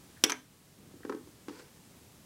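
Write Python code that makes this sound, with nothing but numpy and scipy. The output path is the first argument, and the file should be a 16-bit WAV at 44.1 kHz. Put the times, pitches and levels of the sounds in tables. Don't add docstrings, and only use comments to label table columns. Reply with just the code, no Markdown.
import sys
import numpy as np
from scipy import signal
from scipy.fft import rfft, irfft
from scipy.io import wavfile
from scipy.ndimage import uniform_filter1d

SR = 44100
rng = np.random.default_rng(int(sys.argv[2]) if len(sys.argv) > 2 else 0)


def waveform_to_disk(signal):
    frames = np.transpose(np.atleast_2d(signal))
    scaled = np.clip(frames, -1, 1) * 32767
    samples = np.round(scaled).astype(np.int16)
    wavfile.write(sys.argv[1], SR, samples)


N = 99225
T = np.arange(SR // 2) / SR

# (t/s, level/dB)
HISS_LEVEL = [(0, -58), (0.22, -57.5), (0.45, -62), (0.7, -61), (1.0, -59.5), (2.25, -58.5)]
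# (f/Hz, relative level/dB)
HISS_SPECTRUM = [(25, -20.5), (50, -10), (90, -1.5), (150, -2), (300, -8.5), (500, -12), (800, -14.5),
                 (1500, -18), (4000, -19.5), (8000, -19.5), (12000, -22.5), (15800, -26)]
RUMBLE_SPECTRUM = [(30, -15), (85, 0.5), (180, 5), (400, -3), (650, -19), (1500, -26), (5000, -50.5),
                   (15000, -44)]
# (t/s, level/dB)
RUMBLE_LEVEL = [(0, -59.5), (0.2, -68), (0.5, -65.5), (0.76, -70), (0.79, -57.5), (0.88, -58.5), (1.2, -65),
                (1.4, -62.5), (1.68, -63.5), (1.78, -67), (1.98, -57.5), (2.08, -68), (2.25, -60)]

# (delay/s, gain)
REFLECTIONS = [(.0021, .2), (.0056, 0.18), (.0078, .2), (0.0103, .16), (0.0264, .04)]
# (f/Hz, T60/s)
REVERB_T60 = [(200, 0.23), (500, 0.19), (1500, 0.21), (4000, 0.32), (7000, 0.25), (14000, 0.42)]
# (f/Hz, level/dB)
REVERB_SPECTRUM = [(200, -3.5), (500, 0.5), (1000, -5), (2200, -7.5), (4000, -13.5), (7000, -15),
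                   (14000, -17)]

# (t/s, duration/s, level/dB, centre f/Hz)
RUBS = [(0.159, 0.034, -59.5, 1700), (1.03, 0.01, -52.5, 1600), (1.048, .011, -48, 1580)]
# (t/s, level/dB)
SLIDE_LEVEL = [(1.49, -62), (1.53, -59), (1.555, -55.5), (1.575, -59), (1.598, -49.5), (1.615, -59.5),
               (1.64, -64), (1.72, -74)]
# (f/Hz, relative level/dB)
SLIDE_SPECTRUM = [(100, -5), (280, 1.5), (470, 9), (680, -8), (930, 3.5), (1250, -3.5), (1550, 2),
                  (1900, -3), (3800, -8), (4700, -4), (5500, -7), (6300, -10), (8000, -11.5), (15000, -33)]

# (f/Hz, level/dB, T60/s)
TABLE_MODES = [(259.8, -31.5, 0.176), (298.9, -43.5, 0.27), (334, -67, 0.086), (426.6, -36, 0.12),
               (462, -48.5, 0.021), (807, -40.5, 0.041), (953, -53, 0.028), (1090, -39.5, .04),
               (1300, -41.5, .035), (1546, -39.5, 0.0397)]
SHELL_MODES = [(1955, -30, 0.057), (2240, -28.5, 0.072), (2580, -26, 0.023), (3157, -16, 0.029),
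               (3430, -15, 0.026), (4170, -16.5, 0.018), (4680, -25.5, 0.021), (5500, -15.5, 0.024),
               (5820, -11, 0.0098), (5930, -41.5, .035), (6740, -22.5, 0.011), (7380, -29, 0.023),
               (7840, -33.5, 0.039), (9990, -28, 0.015)]
# (f/Hz, level/dB)
HOLLOW_MODES = [(984, -35), (1321, -39), (1650, -37), (2090, -34), (2240, -36), (2414, -38)]
# (f/Hz, level/dB)
KNOCK_SPECTRUM = [(60, -35), (170, -13), (280, 13.5), (450, 7), (680, -14), (900, 0), (1550, -2),
                  (2600, -17.5), (6300, -19), (14000, -44)]
TICK_SPECTRUM = [(100, -30), (900, -21), (2200, 5), (3200, 0.5), (5200, -1.5), (6300, -3), (8000, -10),
                 (15000, -21)]
CRACK_SPECTRUM = [(100, -28), (380, -9), (680, -19), (1100, -11), (2000, -1), (3300, 4), (4300, 2),
                  (5800, 3), (7200, -6), (11500, -10), (14000, -20), (15800, -38)]
CLATTER_SPECTRUM = [(100, -24), (700, -17), (1000, 0.5), (1600, 6), (2400, 1.5), (3200, -8.5), (6000, -24),
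                    (15000, -35)]

# (t/s, ring/dB, thud/dB, knock/dB, tick/dB, cut-off f/Hz)
SOFT_IMPACTS = [(0.911, -21, -57, -35, -43, 880), (0.939, -26, -42, -28, -45, 900),
                (0.97, -30, -54, -31, -56, 497), (1.005, -19, -49, -32.5, -45, 600),
                (1.05, -2, -31.5, -16, -28, 880), (1.0957, 1, -44, 0.5, -20, 2340),
                (1.1239, -2, -44, -3.5, -26.5, 1700), (1.1473, -4.5, -30.5, -16, -27.5, 696),
                (1.21, -27, -41, -30, -49, 500), (1.272, -19.5, -47, -19.5, -37, 550),
                (1.4835, -3, -31.5, -10, -21, 1020), (1.493, -20, -38.5, -8.5, -25, 2050),
                (1.761, -29, -66, -36, -43, 1990)]
# (t/s, level/dB)
EDGE_IMPACTS = [(0.3015, -30), (0.3204, -20)]
# (t/s, crack/dB, shell/dB, table/dB, clatter/dB, hollow/dB, tilt/(dB/octave))
HARD_IMPACTS = [(0.2381, 7, -27, 5.5, -16, -11, 1.5), (0.2394, -1, 0.5, -9.5, 0, -39, 2.5),
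                (0.2968, -6, -23.5, -7, -1, -0.5, 1.5), (0.3037, -12, -23, -17, -11.5, -1.5, 4.5),
                (0.3207, -12, -29, -14.5, -3, -1, 2)]


def amp(db):
    return 10 ** (np.asarray(db) / 20)


def unit_rms(x):
    return x / np.sqrt(np.mean(x ** 2) + 1e-20)


def at_frequency(points, hz):
    f, value = np.transpose(points)
    return np.interp(np.log(hz + 1), np.log(f + 1), value)


def envelope(points):
    return amp(np.interp(np.arange(N) / SR, *np.transpose(points)))


def add(mix, start, sound):
    part = mix[max(round(start * SR), 0):][:len(sound)]
    part += sound[:len(part)]


def colour(x, gain_db):
    log_gain = np.log(amp(gain_db(abs(np.fft.fftfreq(4096, 1 / SR)))))
    response = np.fft.ifft(np.exp(np.conj(signal.hilbert(log_gain)))).real
    return signal.fftconvolve(x, response[:len(response) // 2])[:len(x)]


def decay(t60):
    return np.exp(-np.log(1000) * T / t60)


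def mode(hz, t60):
    return decay(t60) * np.sin(2 * np.pi * hz * T)


def ring(modes):
    return sum(amp(db) * mode(hz, t60) for hz, db, t60 in modes)


def burst(spectrum, t60):
    bins = rfft(rng.standard_normal(len(T)) * decay(t60))
    bins /= np.sqrt(uniform_filter1d(abs(bins) ** 2, size=200))
    white = np.roll(irfft(bins, len(T)), 8)
    return colour(white * (T < T[-1] / 2), lambda hz: at_frequency(spectrum, hz))


def noise(spectrum):
    gain = amp(at_frequency(spectrum, np.fft.rfftfreq(N, 1 / SR)))
    return unit_rms(irfft(rfft(rng.standard_normal(N)) * gain, N))


def background():
    rumble = noise(RUMBLE_SPECTRUM) * envelope(RUMBLE_LEVEL)
    hiss = noise(HISS_SPECTRUM) * envelope(HISS_LEVEL)
    return rumble + hiss


def room(x, build_up_s=0.011):
    hz, t, bands = signal.stft(rng.standard_normal(len(T)), SR, nperseg=256)
    bands *= np.exp(-np.log(1000) * t / at_frequency(REVERB_T60, hz)[:, None])
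    diffuse = signal.istft(bands, SR, nperseg=256)[1][:len(T)]
    bins = rfft(diffuse * np.minimum(T / build_up_s, 1))
    power = uniform_filter1d(uniform_filter1d(abs(bins) ** 2, size=40), size=40)
    bins /= np.sqrt(power + 1e-12)
    bins *= amp(at_frequency(REVERB_SPECTRUM, np.fft.rfftfreq(len(T), 1 / SR)))
    response = irfft(bins, len(T)) * (T < T[-1] * 3 / 4)
    for delay, gain in REFLECTIONS:
        add(response, delay, np.array([gain]))
    return signal.fftconvolve(x, response)[:N]


def scuffs(half_width_octaves=0.16):
    out = np.zeros(N)
    hz = np.fft.rfftfreq(len(T), 1 / SR)
    for start, duration, db, centre_hz in RUBS:
        band = 1 / (1 + (np.log2((hz + 1) / centre_hz) / half_width_octaves) ** 2)
        rub = irfft(rfft(rng.standard_normal(len(T))) * band)
        n = round(duration * SR)
        add(out, start, amp(db) * unit_rms(rub[:n]) * np.hanning(n))
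    return out


def slide(grain_db=2):
    t = np.arange(N) / SR
    grain = amp(grain_db * unit_rms(uniform_filter1d(rng.standard_normal(N), size=80)))
    friction = colour(grain * rng.standard_normal(N), lambda hz: at_frequency(SLIDE_SPECTRUM, hz))
    moving = (t > SLIDE_LEVEL[0][0]) & (t < SLIDE_LEVEL[-1][0])
    return unit_rms(friction) * envelope(SLIDE_LEVEL) * moving


def thud():
    return mode(hz=315, t60=0.05)


def taps():
    out = np.zeros(N)
    table = ring(TABLE_MODES)
    for start, ring_db, thud_db, knock_db, tick_db, cutoff_hz in SOFT_IMPACTS:
        knock = amp(knock_db) * burst(KNOCK_SPECTRUM, t60=0.021)
        wood = amp(ring_db) * table + amp(thud_db) * thud() + knock
        dulled = colour(wood, lambda hz: -10 * np.log10(1 + (hz / cutoff_hz) ** 2))
        tick = amp(tick_db) * burst(TICK_SPECTRUM, t60=0.023)
        add(out, start, dulled + tick)
    return out


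def pings():
    out = np.zeros(N)
    for start, db in EDGE_IMPACTS:
        add(out, start, amp(db) * mode(hz=6160, t60=0.012))
    return out


def clacks():
    out = np.zeros(N)
    shell = ring(SHELL_MODES)
    hollow = sum(amp(db) * mode(hz, t60=0.045) for hz, db in HOLLOW_MODES)
    table = ring(TABLE_MODES) + amp(-27) * thud()
    for start, crack_db, shell_db, table_db, clatter_db, hollow_db, tilt in HARD_IMPACTS:
        crack = amp(crack_db) * burst(CRACK_SPECTRUM, t60=0.017)
        strike = crack + amp(shell_db) * shell
        brightened = colour(strike, lambda hz: tilt * np.log2((hz + 500) / 5000))
        clatter = amp(clatter_db) * burst(CLATTER_SPECTRUM, t60=0.042)
        add(out, start, brightened + clatter + amp(table_db) * table + amp(hollow_db) * hollow)
    return out


def scene(bass_cutoff_hz=276):
    hard = clacks()
    bright = pings()
    soft = taps() + slide() + scuffs()
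    reverberant = room(amp(-2.5) * hard + amp(-6) * bright + amp(-4) * soft)
    high_pass = signal.butter(4, bass_cutoff_hz, "high", fs=SR, output="sos")
    contacts = signal.sosfilt(high_pass, hard + bright + soft + reverberant)
    return (contacts + background())[None]


def record(dry, cutoff_hz=15900):
    low_pass = signal.firwin(511, cutoff_hz, window=("kaiser", 9), fs=SR)
    return signal.oaconvolve(dry, low_pass[None], "same")


dry = scene()
out = record(dry)
waveform_to_disk(out)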